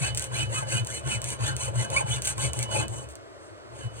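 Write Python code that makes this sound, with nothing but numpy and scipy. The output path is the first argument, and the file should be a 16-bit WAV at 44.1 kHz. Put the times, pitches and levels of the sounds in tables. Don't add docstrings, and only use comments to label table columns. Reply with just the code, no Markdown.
import sys
import numpy as np
from scipy import signal
from scipy.fft import rfft, irfft
from scipy.io import wavfile
from scipy.ndimage import uniform_filter1d

SR = 44100
rng = np.random.default_rng(int(sys.argv[2]) if len(sys.argv) > 2 else 0)


def persist_wave(psi):
    counts = np.round(np.clip(psi, -1, 1) * 32767).astype(np.int16)
    wavfile.write(sys.argv[1], SR, np.atleast_2d(counts).T)


N = 176400

# (start [s], hardest push [share of swing], top tooth rate [Hz], then relative
# levels: tooth tone against friction [dB], sheet [dB], rasp [dB], hiss [dB])
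STROKES = [(-.04, .53, 2720, -4.5, -34, -30.5, -33.5), (.13, .5, 2000, -7, -41, -39, -35),
           (.30, .52, 2900, -2, -36, -30.5, -33), (.48, .52, 1290, 1, -38, -34, -33),
           (.655, .48, 2900, -1, -35, -30, -31.5), (.835, .55, 2200, 0, -40, -38.5, -36),
           (1.03, .48, 2600, -4, -34, -32, -33), (1.205, .52, 2500, -4, -39, -37.5, -34),
           (1.38, .45, 1720, -1, -34.5, -30.5, -33.5), (1.55, .55, 1210, 0, -39, -35.5, -33),
           (1.72, .55, 2100, -2, -34, -34, -35), (1.885, .55, 1150, -1, -33.5, -33, -33.5),
           (2.045, .55, 3400, -2, -35.5, -33, -33), (2.205, .52, 1400, -13, -38, -34, -30.5),
           (2.355, .52, 2200, -6, -32.5, -31, -30.5), (2.515, .55, 2300, -3, -37, -37.5, -36),
           (2.68, .55, 2540, -4.5, -29.5, -30, -31.5), (2.86, .45, 1000, -12, -41, -46, -43),
           (3.70, .62, 1600, -6, -46, -46, -50), (3.9, .4, 1600, -10, -48, -46.5, -48)]
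# (frequency [Hz], level [dB])
SHEET_EQ = [(120, -47.5), (205, 5.5), (255, -8.5), (320, 3.5), (420, -5), (560, -2), (730, -9), (830, 1.5),
            (1100, -9), (1300, -25), (2200, -52.5)]
RASP_EQ = [(700, -26), (1250, 1), (1600, 6), (1800, 1), (2200, 2.5), (2720, 7), (3150, 2.5), (3700, 1.5),
           (4700, 1), (5400, -7), (8000, -60)]
HISS_EQ = [(2000, -63), (4500, -24), (5400, -9), (5950, 5.5), (6550, 7), (7300, 1), (8000, 5.5), (8650, 9),
           (9100, 2.5), (9700, 2.5), (11200, -4), (12400, -11), (14000, -23), (16000, -50)]
SNAG_EQ = [(500, -22), (2600, 3), (4500, 4), (5400, 1), (6400, 9.5), (7400, 4.5), (8650, 13), (9400, 5),
           (11300, 1), (12600, -4), (14200, -12), (16000, -13)]
# (frequency [Hz], width [Hz], level [dB])
BODY_RINGS = [(537, 20, 8), (677, 14, 10), (853, 30, 4), (1080, 40, 6), (1407, 12, 17.5), (1560, 28, 8),
              (1638, 22, 8), (2100, 30, 5), (2297, 40, 2), (2560, 24, 9), (2981, 10, 21), (3335, 45, 6.5),
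              (4150, 70, 7.5), (4560, 80, 5)]
BLADE_RINGS = [(7700, 110, 3.2), (8300, 22, 2), (8820, 180, -1.8)]
# (time [s], relative peak [dB])
SNAPS = [(0.1484, -15), (.174, -11), (0.177, -21), (0.1806, -17), (0.196, -12), (.224, -15.5), (0.235, -30),
         (0.242, -18), (.848, -22.5), (.872, -16.5), (1.218, -16.5), (1.2429, -13), (1.304, -15.5),
         (1.566, -13.5), (1.643, -24), (1.9024, -19), (2.221, -13), (2.2555, -13), (2.2733, -8.5),
         (2.2858, -27), (2.2988, -29), (2.301, -17), (2.3805, -19.5), (2.5335, -13.5), (2.5908, -13),
         (2.628, -16), (2.708, -28), (2.8821, -20.5), (3.155, -25.5)]
# (start [s], length [s], level [dB])
CHATTERS = [(0.174, 0.017, -31.5), (2.248, 0.016, -31.5), (2.273, 0.028, -34.5), (2.626, 0.016, -33.5),
            (3.088, 0.052, -51.5)]
# (centre [s], half length [s], pitch [Hz], glide at centre [Hz/s], level [dB])
SQUEAKS = [(1.491, .012, 4250, 22000, -38), (2.132, 0.017, 3480, 14000, -32),
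           (1.687, 0.0056, 531, 0, -31.5), (1.974, .012, 2340, 15000, -18.5),
           (2.622, 0.0066, 2280, 3015, -34.5), (2.762, .008, 2500, -25000, -29.5),
           (2.807, 0.0043, 1150, -9000, -35)]
# (centre [s], half length [s], relative level [dB])
JUDDERS = [(0.028, 0.012, -25.5), (0.144, 0.018, -30.5), (0.188, 0.029, -36.5), (0.385, 0.051, -33),
           (0.48, 0.012, -32), (0.59, 0.14, -35), (0.756, 0.016, -26), (0.819, 0.018, -26),
           (1.08, 0.021, -28.5), (1.172, 0.018, -28), (1.26, 0.016, -31), (1.436, 0.024, -25.5),
           (1.52, 0.035, -31), (1.7, 0.051, -32), (1.785, 0.031, -24.5), (1.93, 0.04, -36.5),
           (2.043, 0.01, -28), (2.105, 0.016, -29), (2.176, 0.016, -28.5), (2.306, 0.03, -41),
           (2.452, 0.035, -27), (2.608, 0.031, -30), (2.802, 0.029, -32), (2.907, 0.024, -37),
           (2.993, 0.046, -39), (3.864, 0.013, -28.5)]
# (centre [s], half length [s], level [dB])
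SLIDE = (3.45, 0.055, -61)
# (frequency [Hz], level [dB])
RUMBLE_EQ = [(20, -63), (45, -19), (60, -16), (71, 11), (86, -14), (110, 13), (150, -6), (220, -9),
             (400, -52.5)]
REFLECTION_EQ = [(60, -6), (200, -77), (500, -11), (1700, -4.5), (3500, -8), (6000, -12), (16000, -36)]
ROOM_TONE_EQ = [(20, -23), (60, -15), (108, 2.5), (160, -18), (250, -8.5), (350, 1.5), (480, -7.5),
                (600, -3.5), (780, -8), (1400, -10), (2500, -21.5), (5000, -25.5), (8500, -31),
                (11500, -39.5), (16000, -64)]
# (frequency [Hz], left lead [rad])
STEREO_PHASE = [(0, 0), (35, -.4), (65, -1.0), (120, -1.35), (250, -3), (400, -4.5), (440, -6), (600, -6.3),
                (750, -3.6), (950, -2.5), (2300, -1.9), (3000, -2.4), (3750, -2.9), (4300, -4.1),
                (5000, -3.2), (5600, -3), (7000, -1.7), (8400, 0), (8900, .1), (10000, 1.4), (11200, 3.1),
                (12700, 3.3), (13800, 6.28)]
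# (frequency [Hz], left minus right [dB])
STEREO_BALANCE = [(60, 2), (130, 3), (330, 1), (540, 3), (1000, -1.5), (1600, -0.8), (2500, -1),
                  (16000, 0.5)]

LONGEST_SWING_S, FASTEST_SHARE = .22, .57
TOOTH_DB, CHIP_DOWN_UP_DB = -3.8, (-14, -8.5)
TIME = np.arange(N) / SR


def saw():
    _, _, top_hz, tone_db, sheet_db, rasp_db, hiss_db = np.transpose(STROKES)
    teeth = tooth_strikes(top_hz)
    tooth_gain = amp(TOOTH_DB) * swing(tone_db)
    flutter = unit(amp(1.69 * wander(hz=112)))
    chips = grains(per_s=1000, spread_db=5)
    chip_gain = swing(np.resize(CHIP_DOWN_UP_DB, len(STROKES)))

    def layer(eq, rings, strikes, bite, level, spread):
        force = level * flutter / np.sqrt(1 + bite ** 2)
        direct, left, right = (grains(per_s=9000, spread_db=2) for _ in range(3))
        centre = stereo(colour(force * (direct + bite * strikes), eq, rings))
        sides = np.array([colour(force * path, eq, rings) for path in (left, right)])
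        return centre + spread * sides

    sheet_level = swing(sheet_db - 2.7, curve=.9, rest=.13)
    rasp_level = swing(rasp_db - 4.5, curve=1.9, rest=.17)
    hiss_level = swing(hiss_db - 1, curve=1.35, rest=.074, dwell=.06)
    out = np.zeros((2, N))
    for eq, level, spread in ((SHEET_EQ, sheet_level, .5), (RASP_EQ, rasp_level, .6)):
        body = layer(eq, BODY_RINGS, teeth, tooth_gain, level, spread)
        out += contact_drift(body, depth_db=3.6, width_hz=110, length_s=.035)
    hiss = layer(HISS_EQ, BLADE_RINGS, chips, chip_gain, hiss_level, spread=.2)
    return out + contact_drift(hiss, depth_db=2.3, width_hz=400, length_s=.07)


def tooth_strikes(top_hz):
    rate_hz = swing(20 * np.log10(top_hz), curve=.85, rest=0, peak_at=FASTEST_SHARE)
    rate_hz *= 1 + .04 * wander(hz=423)
    phase = 2 * np.pi * np.cumsum(rate_hz) / SR
    buzz = sum(amp(-3 * k) * np.cos((k + 1) * phase) for k in range(5))
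    return unit(buzz * amp(5 * wander(hz=463)))


def swing(levels_db, curve=0, rest=1, peak_at=None, dwell=0):
    out = np.zeros(N)
    ends = [row[0] for row in STROKES[1:]] + [np.inf]
    for (start, hardest, *_), end, db in zip(STROKES, ends, levels_db):
        progress = (TIME - start) / min(end - start, LONGEST_SWING_S)
        inside = (progress >= 0) & (progress < 1)
        arc = np.interp(progress[inside], [dwell, peak_at or hardest, 1 - dwell], [0, .5, 1])
        out[inside] = amp(db) * (rest + (1 - rest) * np.sin(np.pi * arc) ** curve)
    return uniform_filter1d(out, size=256)


def contact_drift(x, depth_db, width_hz, length_s):
    hz, t, spectrum = signal.stft(x, SR, nperseg=1024, noverlap=768)
    drift = rng.standard_normal(spectrum.shape[-2:])
    for axis, width in enumerate((width_hz / hz[1], length_s / t[1])):
        drift = uniform_filter1d(drift, max(round(width), 1), axis)
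    gain = unit(amp(depth_db * unit(drift)))
    return signal.istft(spectrum * gain, SR, nperseg=1024, noverlap=768)[1][:, :N]


def snags():
    snaps, chatter, t = np.zeros(N), np.zeros(N), TIME[:2048]
    for start, db in SNAPS:
        rattle = amp(-26) * np.exp(-t / .006) * rng.standard_normal(len(t))
        snap = colour((t == 0) + rattle, SNAG_EQ)
        add(snaps, start, amp(db + 1.5) * snap / abs(snap).max())
    slips = grains(per_s=1500, spread_db=4)
    for start, length, db in CHATTERS:
        run = slips[round(start * SR):][:round(length * SR)]
        fade = np.exp(-np.linspace(0, 1, len(run)))
        add(chatter, start, amp(db) * unit(run * fade))
    return snaps + colour(chatter, SNAG_EQ)


def squeaks():
    out = np.zeros(N)
    waver = 1 + .011 * wander(hz=293)
    roughness = unit(amp(2 * wander(hz=150)))
    for centre, half, hz, glide, db in SQUEAKS:
        near = abs(TIME - centre) < half * 4
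        offset = (TIME[near] - centre) / half
        pitch_hz = (hz + glide * half * 2 * np.tanh(offset / 2)) * waver[near]
        phase = 2 * np.pi * np.cumsum(pitch_hz) / SR
        tone = np.sin(phase) + amp(-15) * np.sin(2 * phase)
        out[near] += amp(db) * unit(roughness[near] * tone) / np.cosh(2 * offset)
    return out


def bench():
    power = sum((amp(db) * np.exp(-.5 * ((TIME - centre) / half) ** 2)) ** 2
                for centre, half, db in JUDDERS)
    peg_hz = 123.1 * (1 + .0711 * wander(hz=35.15))
    note = unit(np.sin(2 * np.pi * np.cumsum(peg_hz) / SR))
    judder = np.sqrt(power) * note * amp(.5 + .5 * wander(hz=30))
    sheet_db = np.transpose(STROKES)[4]
    push = unit(swing(.7 * sheet_db, curve=.33, rest=.46))
    return judder + amp(-39) * colour(rng.standard_normal(N) * push, RUMBLE_EQ)


def sheet_slide():
    centre, half, db = SLIDE
    swell = np.exp(-((TIME - centre) / half) ** 2)
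    return amp(db) * colour(rng.standard_normal(N) * swell, HISS_EQ)


def reflections(x, t60_s=.11):
    t = TIME[:SR // 4]
    tail = rng.standard_normal((2, len(t))) * np.exp(-np.log(1000) * t / t60_s) * (t > .0015)
    tail /= np.linalg.norm(tail, axis=1, keepdims=True)
    wet = signal.fftconvolve(x, tail, axes=1)[:, :N]
    return irfft(rfft(wet) * amp(curve_at(REFLECTION_EQ, np.fft.rfftfreq(N, 1 / SR))), N)


def room_tone():
    left, right, shared = (colour(rng.standard_normal(N), ROOM_TONE_EQ) for _ in range(3))
    return amp(-46) * unit(np.array([left, right]) + 2.05 * stereo(shared))


def stereo(x):
    hz = np.fft.rfftfreq(N, 1 / SR)
    left = np.exp(.5j * curve_at(STEREO_PHASE, hz)) * amp(curve_at(STEREO_BALANCE, hz) / 2)
    return irfft(rfft(x) * np.array([left, 1 / left]), N)


def colour(x, eq, rings=(), size=8192):
    hz = abs(np.fft.fftfreq(size, 1 / SR))
    ring_power = sum(amp(db) ** 2 / (1 + (2 * (hz - f) / width) ** 2) for f, width, db in rings)
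    gain = amp(curve_at(eq, hz)) * np.sqrt(1 + ring_power)
    response = np.exp(np.conj(signal.hilbert(np.log(gain))))
    impulse = np.fft.ifft(response).real[:size // 2]
    return signal.oaconvolve(x, impulse / np.linalg.norm(impulse))[:len(x)]


def grains(per_s, spread_db):
    size = amp(spread_db * np.minimum(rng.exponential(1, N), 4))
    return unit(size * np.sign(rng.standard_normal(N)) * (rng.random(N) < per_s / SR))


def wander(hz):
    lowpass = np.exp(-(np.fft.rfftfreq(N, 1 / SR) / hz) ** 2)
    return unit(irfft(rfft(rng.standard_normal(N)) * lowpass, N))


def curve_at(points, hz):
    f, value = np.transpose(points)
    return np.interp(np.log(hz + 1), np.log(f + 1), value)


def amp(db):
    return 10 ** (np.asarray(db) / 20)


def unit(x):
    return x / np.sqrt(np.mean(x ** 2) + 1e-20)


def add(mix, start_s, sound):
    part = mix[max(round(start_s * SR), 0):][:len(sound)]
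    part += sound[:len(part)]


def scene():
    work = saw() + stereo(snags() + squeaks() + bench() + sheet_slide())
    return work + reflections(work) + room_tone()


def record(dry):
    high_cut = signal.firwin(511, cutoff=16300, window=("kaiser", 9), fs=SR)
    return signal.oaconvolve(dry, high_cut[None], "same")


dry = scene()
out = record(dry)
persist_wave(out)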